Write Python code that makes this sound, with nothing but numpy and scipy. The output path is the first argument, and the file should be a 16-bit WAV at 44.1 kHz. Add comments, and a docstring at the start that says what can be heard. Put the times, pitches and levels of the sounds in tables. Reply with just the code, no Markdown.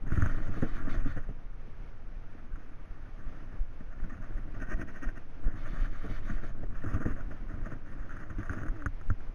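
"""Water churns and slaps against the hull of a small boat drifting on open water at night.
Each slap booms in the hull, clops in trapped air and splashes. Wind buffets a body-worn microphone.
As the angler moves, its waterproof housing rubs on cloth, rings, and knocks, scrapes and creaks
on its mount. A fishing reel rasps softly in two bouts of winding."""
import sys
import numpy as np
from scipy import signal
from scipy.fft import rfft, irfft
from scipy.io import wavfile
from scipy.ndimage import uniform_filter1d

SR = 44100
rng = np.random.default_rng(int(sys.argv[2]) if len(sys.argv) > 2 else 0)


def digitize_waveform(pressure):
    """Quantize a signal to 16-bit integers and store it at the path in sys.argv[1].

    Rows of a 2-D input are taken as channels; values are limited to [-1, 1].
    """
    field = np.atleast_2d(pressure).T
    bounded = np.clip(field, -1, 1)
    quanta = np.round(bounded * 32767).astype(np.int16)
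    wavfile.write(sys.argv[1], SR, quanta)


N = 411894
TAPS = 16384
HZ = np.maximum(np.arange(TAPS // 2 + 1) * SR / TAPS, 1)
TIME = np.arange(N) / SR


def undb(db):
    """Decibels to gain."""
    return 10 ** (np.asarray(db) / 20)


def unit(x):
    """Scale to rms 1."""
    return x / np.sqrt(np.mean(x ** 2))


def add(out, start_s, sound):
    """Mix a sound into out."""
    i = max(int(start_s * SR), 0)
    out[i:i + len(sound)] += sound[:max(N - i, 0)]


def swell(rows, fade_s=0.03):
    """Gain over time through (s, dB) rows, fading out beyond them."""
    s, db = np.transpose(rows)
    inside_s = np.minimum(TIME - s[0], s[-1] - TIME)
    return undb(np.interp(TIME, s, db)) * np.clip(inside_s / fade_s + 1, 0, 1)


def strokes(rows, rise_s, fall_s):
    """Gain over time from (start s, length s, dB) rows: each builds, holds and decays."""
    power = np.zeros(N)
    for start_s, length_s, db in rows:
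        t = TIME[:int((length_s + 8 * fall_s) * SR)]
        attack = 1 - np.exp(-t / rise_s)
        release = np.exp(-np.maximum(t - length_s, 0) / fall_s)
        add(power, start_s, (undb(db) * attack * release) ** 2)
    return np.sqrt(power)


def slope(points):
    """Gain per frequency through (Hz, dB) points."""
    hz, db = np.transpose(points)
    return undb(np.interp(np.log(HZ), np.log(hz), db))


def peaks(modes):
    """Gain per frequency of steep-sided resonances."""
    power = sum(undb(2 * db) / (1 + ((HZ - hz) / width_hz * 1.363) ** 2) ** 4
                for hz, width_hz, db in modes)
    return np.sqrt(power)


def response(gain):
    """Minimum-phase impulse response for a gain per frequency."""
    cepstrum = irfft(np.log(gain + 1e-7))
    cepstrum[1:TAPS // 2] *= 2
    cepstrum[TAPS // 2 + 1:] = 0
    return irfft(np.exp(rfft(cepstrum)))


def colour(x, gain):
    """Filter x by a gain per frequency."""
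    return signal.fftconvolve(x, response(gain))[:len(x)]


def walk(rate_hz):
    """Smooth random wander, rms 1."""
    hold = max(int(SR / rate_hz), 1)
    steps = np.repeat(rng.standard_normal(N // hold + 1), hold)
    return unit(uniform_filter1d(uniform_filter1d(steps, hold), hold)[:N])


def grains(per_s):
    """Random tiny impacts of uneven size, rms 1."""
    return unit((rng.random(N) < per_s / SR) * rng.standard_normal(N))


def even(x, window_s):
    """Hold the short-term rms of a noise near 1."""
    power = uniform_filter1d(np.abs(signal.hilbert(x)) ** 2, max(int(window_s * SR), 1))
    return unit(x / np.sqrt(power + 1e-12))


# Wind strength, with a lull. Each row: time in seconds, level in dB.
WIND_GUSTS = [(0.0, -32), (0.15, -22), (0.7, -26), (1.05, -21.5), (1.35, -36.5), (3.2, -38), (4.7, -33),
              (5.3, -35), (5.7, -28.5), (7.1, -28.5), (7.4, -34.5), (8.6, -36), (9.31, -32)]
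# Each row: frequency in Hz, relative level in dB.
WIND_SPECTRUM = [(4, -14), (8, 2), (13, -1), (20, -6.5), (30, -10.5), (45, -30.5), (70, -29.5),
                 (120, -35.5), (250, -48.5), (600, -102)]
# Each row: centre in seconds, level in dB.
WIND_BUFFETS = [(0.149, -36), (1.008, -34), (1.806, -33), (2.167, -32), (2.538, -26), (2.909, -30.5),
                (3.269, -28.5), (3.613, -20.5), (4.03, -27), (4.357, -23), (4.748, -19.5), (5.073, -22),
                (5.467, -17), (5.82, -20.5), (6.361, -24), (7.147, -29), (7.629, -26.5), (8.009, -26),
                (8.371, -26.5), (8.701, -21.5), (9.093, -22)]


def wind(half_width_s=0.014):
    """Eddies press on the microphone: a deep sway plus single push-pull buffets."""
    sway = colour(rng.standard_normal(N), slope(WIND_SPECTRUM))
    out = even(sway, window_s=0.079) * swell(WIND_GUSTS)
    lead_s = TIME[TAPS // 2]
    u = (TIME[:TAPS] - lead_s) / half_width_s
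    buffet = np.pi * u / (1 + u ** 2) ** 2
    for centre_s, db in WIND_BUFFETS:
        add(out, centre_s - lead_s, buffet * undb(db))
    return out


# Each row: frequency in Hz, relative level in dB.
SEA_SPECTRUM = [(20, 20.5), (60, 17.5), (120, 11.5), (250, 0.5), (450, 2), (700, -2), (930, -4), (1250, -6),
                (1850, -9.5), (2200, -9), (4000, -24), (6300, -26.5), (7600, -56), (10000, -35),
                (15000, -51.5)]


def sea(level_db=-51, flicker_db=1.32):
    """Small waves all around, dulled by the housing."""
    wash = rng.standard_normal(N) * undb(flicker_db * walk(rate_hz=21))
    return unit(colour(wash, slope(SEA_SPECTRUM))) * undb(level_db)


# Each row: frequency in Hz, relative level in dB.
CHURN_SPECTRUM = [(30, -10), (60, -7.5), (100, 10), (150, -2), (240, 1.5), (315, -0.5), (380, -11),
                  (500, -16), (680, -15), (850, -23.5), (1500, -17.5), (4000, -59.5)]
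# Each row: start in seconds, length in seconds, relative level in dB.
WATER_SURGES = [(0.02, 0.35, -45), (0.35, 0.35, -48), (0.74, 0.27, -44), (2.3, 0.78, -62),
                (3.15, 0.39, -55), (3.96, 0.62, -52), (4.55, .29, -47.5), (5.0, 0.05, -46.5),
                (5.35, 0.55, -50), (6.02, 0.38, -53), (6.48, 0.27, -49.5), (6.83, 0.26, -42.5),
                (7.14, 0.19, -50), (7.4, 0.36, -49.5), (7.85, 0.52, -53), (8.48, 0.2, -43.5)]


def churn(gain_db=2.5, lump_db=2, floor_db=-61.5):
    """Water surges along the hull in uneven lumps and laps softly in between."""
    lumps = grains(per_s=600) * undb(lump_db * walk(rate_hz=17))
    heave = np.hypot(strokes(WATER_SURGES, rise_s=0.027, fall_s=0.062), undb(floor_db))
    return even(colour(lumps, slope(CHURN_SPECTRUM)), window_s=0.15) * heave * undb(gain_db)


# Housing resonances. Each row: frequency in Hz, width in Hz, relative level in dB.
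HOUSING_MODES = [(300, 260, -10.5), (619, 215, -1), (1184, 160, -0.5), (1457, 613, -0.5), (1820, 247, -2),
                 (2334, 1300, -18), (5250, 1200, -32), (6135, 420, -26), (6510, 700, -27),
                 (9650, 870, -31.5), (11400, 4000, -56.5), (13900, 800, -38)]
# The housing when struck. Each row: frequency in Hz, width in Hz, relative level in dB.
STRUCK_MODES = [(556, 320, -9), (1405, 454, 2.5), (1748, 360, -4.5), (2590, 990, -29.5),
                (5170, 1200, -42.5), (6420, 670, -24), (9480, 590, -31), (14450, 440, -36)]
# Each row: start in seconds, length in seconds, relative level in dB.
CLOTH_RUBS = [(0.06, 0.053, -51), (0.118, 0.2, -44.5), (0.34, 0.31, -50.5), (0.62, .06, -47.5),
              (0.73, .12, -48), (0.88, 0.11, -47), (1.04, 0.15, -49.5), (2.23, 0.051, -66),
              (2.33, 0.067, -61.5), (2.51, 0.22, -63.5), (2.8, 0.3, -64.5), (3.17, 0.39, -60.5),
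              (3.9, 0.03, -54), (3.995, 0.013, -55), (4.09, .05, -51.5), (4.215, 0.018, -50),
              (4.32, 0.067, -56), (4.54, 0.012, -52.5), (5.43, 0.23, -54), (5.65, 0.21, -48.5),
              (5.925, .26, -52), (6.25, 0.079, -47), (6.36, 0.07, -53), (6.435, 0.037, -50),
              (6.72, 0.24, -53.5), (6.86, 0.24, -46.5), (7.15, 0.044, -49), (7.3, 0.019, -48.5),
              (7.48, 0.067, -53), (7.625, 0.086, -49), (7.85, .2, -55.5), (8.09, 0.15, -51),
              (8.295, 0.013, -49), (8.38, 0.11, -50.5), (8.495, 0.15, -48.5), (8.73, 0.095, -55.5)]


def rubbing(gain_db=-2.5, catch_db=3, shift_db=2, tick_db=-8, floor_db=-66):
    """Cloth sticks and slips on the housing; as the contact shifts, each resonance swells on its own."""
    catch = undb(catch_db * walk(rate_hz=72))
    ring = np.zeros(N)
    for mode in HOUSING_MODES:
        friction = rng.standard_normal(N) * catch * undb(shift_db * walk(rate_hz=30))
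        ring += colour(friction, peaks([mode]))
    ticks = unit(colour(grains(per_s=90), peaks(STRUCK_MODES)))  # fibres snag and let go
    pressure = np.hypot(strokes(CLOTH_RUBS, rise_s=0.0035, fall_s=0.04), undb(floor_db))
    return (even(ring, window_s=0.086) + undb(tick_db) * ticks) * pressure * undb(gain_db)


# Each row: nominal frequency in Hz, time to fall 60 dB in seconds, relative level in dB.
MOUNT_MODES = [(79.7, 0.087, 2), (101, 0.11, -2.5), (165, 0.036, 1), (286.4, 0.078, -9)]
# Each row: start in seconds, relative click and thump levels in dB.
HOUSING_KNOCKS = [(0.0778, -41, -40), (0.1203, -35, -21), (0.175, -34, -18), (0.222, -26, -20),
                  (0.2601, -27, -22), (0.2972, -46, -35), (0.4827, -43, -36), (0.623, -32.5, -25),
                  (2.558, -45, -52), (6.4367, -41, -45), (6.861, -41, -29.5), (6.941, -36.5, -25),
                  (7.0536, -39, -27), (7.538, -49, -36), (8.0935, -41.5, -53), (8.1678, -41, -52),
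                  (8.302, -45, -32), (8.431, -36.5, -55), (8.495, -29, -28), (8.533, -35.5, -40),
                  (8.6339, -36, -32), (8.663, -43, -44), (8.6841, -35.5, -39), (8.822, -38, -56),
                  (8.8602, -26, -23.5), (9.0128, -44.5, -42), (9.102, -28.5, -22), (9.206, -48, -52)]


def knocks(click_gain_db=2, thump_gain_db=1, chatter_s=0.006, lag_s=0.00081, rise_s=0.0032):
    """The housing taps its mount: a sharp click with a little chatter, then a low thump."""
    out, t = np.zeros(N), TIME[:TAPS]
    shell = response(peaks(STRUCK_MODES))
    onset = 1 - np.exp(-t / rise_s)  # the heavier mount is slow to move
    for start_s, click_db, thump_db in HOUSING_KNOCKS:
        impulse = t == 0
        chatter = 0.063 * rng.standard_normal(TAPS) * np.exp(-t / chatter_s)
        click = signal.fftconvolve(impulse + chatter, shell)
        add(out, start_s, click / np.abs(click).max() * undb(click_db + click_gain_db))
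        detunes = 1 + 0.08 * rng.standard_normal(len(MOUNT_MODES))
        thump = sum(undb(db - 60 * t / t60_s) * np.sin(2 * np.pi * hz * detune * t)
                    for (hz, t60_s, db), detune in zip(MOUNT_MODES, detunes))
        add(out, start_s + lag_s, thump * onset * undb(thump_db + thump_gain_db))
    return out


# Each row: frequency in Hz, width in Hz, relative level in dB.
REEL_MODES = [(1510, 620, -9), (2120, 740, 11), (3046, 260, 6.5), (3490, 230, 5), (3840, 170, 4),
              (4244, 150, 2.5), (4550, 270, -1), (4920, 130, -2), (5700, 1400, -8), (10400, 2200, -18.5),
              (12200, 4200, -22)]
# Each row: start in seconds, length in seconds, relative level in dB.
HANDLE_PUSHES = [(0.115, 0.34, -67), (0.52, 0.26, -65.5), (0.885, 0.054, -58), (1.06, 0.051, -63),
                 (5.56, 0.075, -66.5), (5.665, 0.19, -64), (5.9, 0.17, -67), (6.08, 0.092, -61),
                 (6.22, 0.13, -65), (6.42, 0.051, -65)]


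def reel(gain_db=3, flicker_db=1):
    """Gears and running line rasp in the reel body while the handle turns."""
    rasp = rng.standard_normal(N) * undb(flicker_db * walk(rate_hz=67))
    winding = strokes(HANDLE_PUSHES, rise_s=0.011, fall_s=0.027)
    return unit(colour(rasp, peaks(REEL_MODES))) * winding * undb(gain_db)


# Each row: frequency in Hz, width in Hz, relative level in dB.
HULL_MODES = [(107.5, 82, 7.5), (210, 133, 4), (286, 89, 4)]
# Air under a wavelet. Each row: frequency in Hz, width in Hz, relative level in dB.
AIR_POCKET_MODES = [(438, 177, 1.5), (640, 254, -4)]
# Each row: time in seconds, relative boom, clop and splash levels in dB.
WATER_SLAPS = [(0.485, -30, -53, -49), (0.568, -33, -43, -45), (0.624, -20, -32.5, -42),
               (0.87, -31, -47, -44), (1.056, -27, -49, -44.5), (1.163, -31, -45, -61),
               (1.288, -34, -44, -55), (2.347, -42.5, -57, -63), (3.803, -37.5, -71, -52),
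               (4.036, -35, -68, -50), (4.118, -41, -62, -60), (5.469, -37, -45, -56),
               (6.039, -34, -44.5, -48), (6.094, -32.5, -48.5, -58), (6.295, -28.5, -63, -53),
               (6.43, -36, -46.5, -59), (6.631, -33.5, -43.5, -51), (6.837, -31.5, -42.5, -43),
               (6.956, -30.5, -46, -59), (7.002, -34, -47, -51), (7.054, -24.5, -38, -42),
               (7.661, -35.5, -57, -53), (7.72, -35, -52, -46), (8.384, -28, -64, -43)]


def slaps(rise_s=0.002, boom_s=0.015, clop_s=0.012, splash_s=0.013, clop_gain_db=4, splash_gain_db=3):
    """A wavelet hits: the hull booms, trapped air clops, the crest's splash rings in the housing."""
    out, t = np.zeros(N), TIME[:TAPS]
    parts = [(response(peaks(HULL_MODES)), boom_s, 0),
             (response(peaks(AIR_POCKET_MODES)), clop_s, clop_gain_db),
             (response(peaks(HOUSING_MODES)), splash_s, splash_gain_db)]
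    for time_s, *levels_db in WATER_SLAPS:
        for (body, decay_s, gain_db), db in zip(parts, levels_db):
            push = (1 - np.exp(-t / rise_s)) * np.exp(-t / decay_s)
            burst = signal.fftconvolve(rng.standard_normal(TAPS) * push, body)
            add(out, time_s - rise_s, burst / np.abs(burst).max() * undb(db + gain_db))
    return out


# Each row: frequency in Hz, width in Hz, relative level in dB.
SCRAPE_MODES = [(267, 186, 4), (632, 215, -2.5), (1213, 330, -7), (1520, 260, 1.5), (1853, 160, 0.5),
                (2380, 960, -16.5), (5750, 1470, -29.5), (6350, 460, -23.5), (9800, 1050, -33),
                (14100, 1100, -39)]
# Each row: centre in seconds, length in seconds, relative level in dB.
MOUNT_SCRAPES = [(4.624, 0.028, -42.5), (4.681, 0.041, -54.5), (4.723, 0.033, -40.5), (4.803, 0.036, -49.5),
                 (4.819, 0.017, -42.5), (4.89, 0.03, -49.5), (4.965, 0.036, -49), (5.037, 0.023, -41.5),
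                 (5.09, 0.025, -47), (5.173, 0.02, -48)]


def scrapes(gain_db=1.5, judder_db=2):
    """Plastic slides on plastic at the mount in short juddering strokes."""
    pressure = sum(undb(db) * np.exp(-2 * ((TIME - centre_s) / length_s) ** 2)
                   for centre_s, length_s, db in MOUNT_SCRAPES)
    slips = grains(per_s=4600) * undb(judder_db * walk(rate_hz=270))
    return even(colour(slips, peaks(SCRAPE_MODES)), window_s=0.031) * pressure * undb(gain_db)


# Each row: time in seconds, slip rate in Hz, level in dB.
MOUNT_CREAK = [(8.72, 365, -62), (8.76, 330, -50.5), (8.811, 295.4, -48), (8.85, 278, -46.5)]


def creak(octave_db=-14):
    """Regular stick-slip slows as the mount settles: one short, soft, falling tone."""
    time_s, slip_hz, db = np.transpose(MOUNT_CREAK)
    phase = 2 * np.pi * np.cumsum(np.interp(TIME, time_s, slip_hz)) / SR
    tone = np.sin(phase) + undb(octave_db) * np.sin(2 * phase)
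    return unit(tone) * swell(np.c_[time_s, db])


def scene():
    """All sources sum at one microphone."""
    mix = wind() + sea() + churn() + slaps() + reel() + rubbing() + scrapes() + creak() + knocks()
    return mix[None]


def record(dry):
    """A steep low-pass cuts the top treble."""
    cutoff_hz = 15600
    return signal.sosfilt(signal.ellip(8, 0.2, 70, cutoff_hz, fs=SR, output="sos"), dry)


dry = scene()
out = record(dry)
digitize_waveform(out)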